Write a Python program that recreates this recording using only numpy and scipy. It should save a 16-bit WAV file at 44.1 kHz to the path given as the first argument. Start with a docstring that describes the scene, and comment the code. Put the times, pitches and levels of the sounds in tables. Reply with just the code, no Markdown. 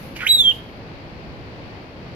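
"""A bird calls once from under an open steel roof, a little right of the microphones: a tick,
a short rasp of pulses ringing its throat, then a loud whistle that leaps up, holds, glides down
and drops off. Roof and beams answer with quick echoes. Underneath lie the low roar of distant
traffic, one engine swelling out of it, and a faint steady hiss on the left. Light wind rumbles
on the microphones, and another faint high hiss fades early on."""
import sys
import numpy as np
from scipy import signal
from scipy.fft import rfft, irfft, next_fast_len
from scipy.io import wavfile
from scipy.ndimage import map_coordinates

SR = 44100
rng = np.random.default_rng(int(sys.argv[2]) if len(sys.argv) > 2 else 0)


def log_audio(samples):
    """Write samples as a 16-bit WAV file to the path given in sys.argv[1]."""
    # one column per channel
    frames = np.atleast_2d(samples).T
    # limit to full scale, then quantise
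    limited = np.clip(frames, -1, 1)
    pcm = np.round(limited * 32767).astype(np.int16)
    wavfile.write(sys.argv[1], SR, pcm)


N = 94815


def amp(db):
    """Decibels to gain."""
    return 10 ** (np.asarray(db) / 20)


def unit(x):
    """Scale to rms 1."""
    return x / np.sqrt(np.mean(x ** 2) + 1e-20)


def along(points, hz):
    """Rows of freq_hz, value, read on a log frequency axis."""
    freqs, values = np.transpose(points)
    return np.interp(np.log(hz + 1), np.log(freqs + 1), values)


def curve(rows, outside=None):
    """Rows of time_s, value, as one value per sample."""
    return np.interp(np.arange(N) / SR, *np.transpose(rows), left=outside, right=outside)


def envelope(rows):
    """Rows of time_s, level_db, as a gain that is silent outside them."""
    return amp(curve(rows, outside=-200))


def swell(peak_s, width_s):
    """A bell-shaped rise and fall of gain."""
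    return np.exp(-.5 * ((np.arange(N) / SR - peak_s) / width_s) ** 2)


def wobble(rate_hz):
    """A smooth random curve with rate_hz knots a second."""
    knots = rng.standard_normal(int(N * rate_hz / SR) + 4)
    return map_coordinates(knots, [np.arange(N) * rate_hz / SR])


def filtered(x, response):
    """x through a complex frequency response."""
    size = next_fast_len(N + SR // 2)
    return irfft(rfft(x, size) * response(np.fft.rfftfreq(size, 1 / SR)), size)[..., :N]


def noise(colour):
    """Two unrelated coloured noises of rms 1."""
    return unit(filtered(rng.standard_normal((2, N)), lambda hz: amp(along(colour, hz))))


def delayed(x, delay_s):
    """x arriving delay_s later."""
    return filtered(x, lambda hz: np.exp(-2j * np.pi * hz * delay_s))


def pan(left_minus_right_db):
    """Left and right gains for a level difference."""
    return amp(left_minus_right_db * np.array([[.5], [-.5]]))


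def placed(x, balance):
    """The two microphones hear x with a level difference that depends on frequency."""
    return filtered(x, lambda hz: pan(along(balance, hz)))


def roar_and_hiss():
    """A distant low roar, nearly mono in the bass, with a faint high hiss on the left."""
    # spectrum of roar and hiss: freq_hz, relative_db
    colour = [(15, -50), (25, -12), (70, -4), (151, -3.5), (188, -6.5), (332, -9), (357, -10), (425, -11),
              (504, -10.5), (981, -17.5), (1380, -21), (2500, -21), (3620, -31), (4520, -29.5),
              (6070, -46.5), (9000, -64.5), (11700, -74), (19800, -120)]
    # their slow drift: time_s, relative_db
    drift = [(0.0, -37.5), (0.27, -39.5), (0.71, -38.5), (2.15, -38.5)]
    # likeness at the two microphones: freq_hz, correlation
    likeness = [(60, 0.61), (130, 0.97), (290, 0.93), (640, 0.7), (1410, -0.29), (3100, 0.13),
                (6820, -0.33), (15000, -0.77)]
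    # lean of roar and hiss: freq_hz, left_minus_right_db
    balance = [(60, 3), (200, -1.5), (700, 1), (2400, 1.5), (4400, 12), (8100, 15.5), (15000, 3.5)]

    def mid_side_gains(hz):
        angle = np.arccos(np.clip(along(likeness, hz), -1, 1)) / 2
        return np.array([np.cos(angle), np.sin(angle)])

    mid, side = filtered(noise(colour), mid_side_gains)
    bed = unit(np.array([mid + side, mid - side]))
    level_db = curve(drift) + 1.5 + .72 * wobble(7.34)
    return placed(bed * amp(level_db), balance)


def vehicle():
    """One distant engine swells out of the traffic and sinks back."""
    # engine rumble: freq_hz, relative_db
    colour = [(40, -22), (70, 21.5), (100, 7), (150, 16), (250, -35), (1000, -120)]
    return amp(-43.5) * swell(peak_s=1.29, width_s=.14) * noise(colour)


def wind():
    """Light puffs rumble on each microphone port, more on the left."""
    # rumble at the ports: freq_hz, relative_db
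    colour = [(20, 7.5), (60, 15.5), (120, 3.5), (300, -40.5), (2000, -120)]
    gust_db = 4
    return pan(left_minus_right_db=7) * noise(colour) * amp(-54.5 + gust_db * wobble(7))


def hiss():
    """A faint high hiss comes and goes around the call, over a much fainter steady one."""
    # course of the passing hiss: time_s, level_db
    levels = [(0, -52), (.05, -52), (.14, -61.5), (.27, -50.5), (.51, -55.5), (.55, -51), (.62, -66),
              (.8, -73)]
    # spectra of the passing and the steady hiss: freq_hz, relative_db
    passing_colour = [(3000, -6.5), (6000, -5.5), (8300, -17), (10000, -5), (11800, 0.5), (13500, -8.5),
                      (15500, -15)]
    steady_colour = [(6000, -9), (9500, -3.5), (11700, 1), (13500, -3.5), (15500, -2)]
    # lean of the passing hiss: freq_hz, left_minus_right_db
    balance = [(3000, 13), (6500, 6), (10000, -5.5), (15000, -6)]
    passing = placed(noise(passing_colour), balance) * envelope(levels)
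    return passing + amp(-72) * noise(steady_colour)


def roof(source):
    """The steel overhead returns a few distinct echoes, a quick scatter and a weak tail."""
    # reflections off roof and beams: delay_s, left_db, right_db
    echoes = [(.0047, -17.5, -13.5), (.0113, -16, -12), (0.024, -22.5, -21.5), (.037, -21.5, -22),
              (0.117, -37.5, -45)]
    # decay of the tail: freq_hz, t60_s
    decay = [(300, 0.21), (2500, .45), (3200, 0.46), (4200, 0.39), (8000, 0.4), (15000, 0.15)]
    # the bird beams its overtones up at the roof: freq_hz, gain_db
    beaming = [(1500, 9), (2500, 6.5), (3200, 0.5), (3800, 0.5), (7000, 6.5), (11000, 10.5), (15000, 9)]
    # lean of all the reflected sound: freq_hz, left_minus_right_db
    balance = [(1200, -6.5), (3200, -1), (4500, 9.5), (7500, 10.5), (11000, -13.5), (15000, -3)]
    tail_db, scatter_db, scatter_t60_s = -22, -14.5, .13
    early = sum(amp([[left], [right]]) * delayed(source, delay_s) for delay_s, left, right in echoes)
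    hz, t, bands = signal.stft(rng.standard_normal((2, SR // 2)), SR, nperseg=256)
    tail = signal.istft(bands * amp(-60 * t / along(decay, hz)[:, None]), SR, nperseg=256)[1]
    age_s = np.arange(tail.shape[1]) / SR
    scatter = rng.standard_normal(tail.shape) * amp(-60 * age_s / scatter_t60_s)
    response = amp(tail_db) * tail / np.linalg.norm(tail[0])
    response += amp(scatter_db) * scatter / np.linalg.norm(scatter[0])
    upward = filtered(delayed(source, echoes[0][0]), lambda f: amp(along(beaming, f)))
    diffuse = signal.fftconvolve(upward[None], response, axes=1)[:, :N]
    return placed(early + diffuse, balance)


def tick():
    """A soft, dry tick just before the call."""
    # spectrum of the tick: freq_hz, relative_db
    colour = [(400, -17.5), (1200, -9.5), (2900, 3.5), (3500, -9), (4700, -7), (7000, -19), (8500, -27),
              (11500, -17), (15500, -31)]
    peak_s, rise_s, t60_s = .166, .0059, .076
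    t = np.arange(N) / SR - peak_s
    shape = np.exp(np.minimum(t, 0) / rise_s) * amp(-60 * np.maximum(t, 0) / t60_s)
    return amp(-32.5) * shape * noise(colour)[0]


def rasp():
    """Irregular pulses ring the bird's throat, whose low resonances come in as it opens."""
    # course of the rasp: time_s, level_db
    levels = [(.185, -48), (.195, -35.5), (.203, -39.5), (.206, -25.5), (.214, -27.5), (.224, -25),
              (.24, -31), (.258, -33), (.275, -39), (.286, -41), (.295, -50), (.31, -83)]
    # throat resonances: centre_hz, width_hz, shut_db, open_db
    throat = [(1533, 98, -17.5, 1.5), (1853, 280, -8.5, -1), (2237, 310, 1.5, -8.5),
              (2840, 270, -17.5, -13.5)]
    # faint fizz over the rasp: freq_hz, relative_db
    fizz_colour = [(500, -13.5), (1200, -5), (3000, 3), (4500, -2.5), (6400, -8), (8000, -37), (12000, -19),
                   (15500, -16.5)]
    pulse_hz, scatter_periods, noise_share, fizz_db = 420, .2, .63, -26
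    open_s, close_s, ramp_s = .215, .264, .024
    t = np.arange(N) / SR
    beats = np.arange(int(t[-1] * pulse_hz))
    pulse_s = (beats + scatter_periods * rng.standard_normal(len(beats))) / pulse_hz
    pulses = np.bincount(np.clip(pulse_s * SR, 0, N - 1).astype(int), minlength=N)
    drive = unit(pulses - pulses.mean()) + noise_share * rng.standard_normal(N)
    opening = np.clip(np.minimum(t - open_s, close_s - t) / ramp_s + .5, 0, 1)
    voice = np.zeros(N)
    for centre, width, shut_db, open_db in throat:
        ring = filtered(drive, lambda f: (2j * f * width / (centre ** 2 - f * f + 2j * f * width)) ** 2)
        voice += amp(shut_db + (open_db - shut_db) * opening) * unit(ring)
    return envelope(levels) * (unit(voice) + amp(fizz_db) * noise(fizz_colour)[0])


def scrape():
    """A brief bright scrape as the rough voice leaps."""
    # bright edge of the leap: freq_hz, relative_db
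    colour = [(3000, -63), (4500, -11), (6500, 0.5), (8500, -40), (11300, 2), (12100, -8), (13300, 0),
              (14700, -14), (15600, -7.5)]
    return amp(-36.5) * swell(peak_s=.277, width_s=.009) * noise(colour)[0]


def whistle():
    """The bird's near-pure tone with fluttering overtones, rough on the way up, brightest at the top."""
    # the three stretches of the note: time_s, pitch_hz
    leap = [(.255, 1599), (.263, 1883), (.268, 2277), (.274, 3094), (.281, 3586), (.289, 3810)]
    glide = [(0.296, 3908), (0.338, 3841), (0.346, 3937), (0.372, 3800), (0.428, 3397), (0.436, 3365),
             (0.46, 3231), (0.503, 3150)]
    drop = [(.507, 3275), (.513, 2920), (.524, 2790)]
    # effort of the voice: time_s, level_db
    effort = [(.25, -40), (.262, -30.5), (.268, -12), (.273, -16.5), (.285, -28), (.292, -14), (.312, -10),
              (.345, -10.5), (.375, -21.5), (.39, -14.5), (.41, -8.5), (.432, -24), (.455, -13),
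              (.495, -11.5), (.512, -18), (.519, -23), (.527, -80)]
    # harmonics, first to fourth: relative_db
    partials = [-1, -20.5, -28.5, -40.5]
    # overtones' path through throat and beak: freq_hz, gain_db
    beak = [(4200, -11.5), (5300, -12.5), (6400, -6.5), (7200, -1), (9500, -5.5), (11600, 1), (12800, 2),
            (14300, 11), (15500, -3)]
    rough_s, landed_s, rough_jitter, steady_jitter = .271, .287, .05, .003
    bright_hz, db_per_octave, dullest_db = 3794, 42, -24
    shimmer_db, flutter_db, smear_rad = .6, 2, .15
    t = np.arange(N) / SR
    pitch_hz = curve(np.vstack([leap, glide, drop]))
    leaping = t < landed_s
    jitter = steady_jitter * wobble(400) + rough_jitter * (leaping & (t > rough_s)) * wobble(900)
    phase = 2 * np.pi * np.cumsum(pitch_hz * (1 + jitter)) / SR
    # overtones weaken as the pitch falls from the top
    bright_db = np.maximum(db_per_octave * np.log2(pitch_hz / bright_hz), dullest_db) * ~leaping
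    voice = amp(partials[0]) * np.sin(phase)
    for k, partial_db in enumerate(partials[1:], 2):
        overtone_db = partial_db + bright_db + along(beak, k * pitch_hz) + flutter_db * wobble(200)
        voice += amp(overtone_db) * np.sin(k * phase + smear_rad * wobble(700))
    return np.sqrt(2) * voice * envelope(effort) * amp(shimmer_db * wobble(120))


def scene():
    """The bird sits under the roof, a little right of the microphones, above the outdoor background."""
    # lean of the bird's direct sound: freq_hz, left_minus_right_db
    balance = [(1200, 2), (2400, -10), (3200, -5.5), (3900, -3.5), (4600, 6), (6500, 7.5), (7800, 3.5),
               (9500, -6.5), (11500, -14.5), (13500, -6), (15500, -1.5)]
    bird = tick() + rasp() + scrape() + whistle()
    at_left = delayed(bird, delay_s=.00008)
    direct = placed(np.array([at_left, bird]), balance)
    return direct + roof(bird) + roar_and_hiss() + vehicle() + wind() + hiss()


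def record(dry):
    """The microphone chain passes nothing above its band limit."""
    top_hz = 15830
    return filtered(dry, lambda hz: hz < top_hz)


dry = scene()
out = record(dry)
log_audio(out)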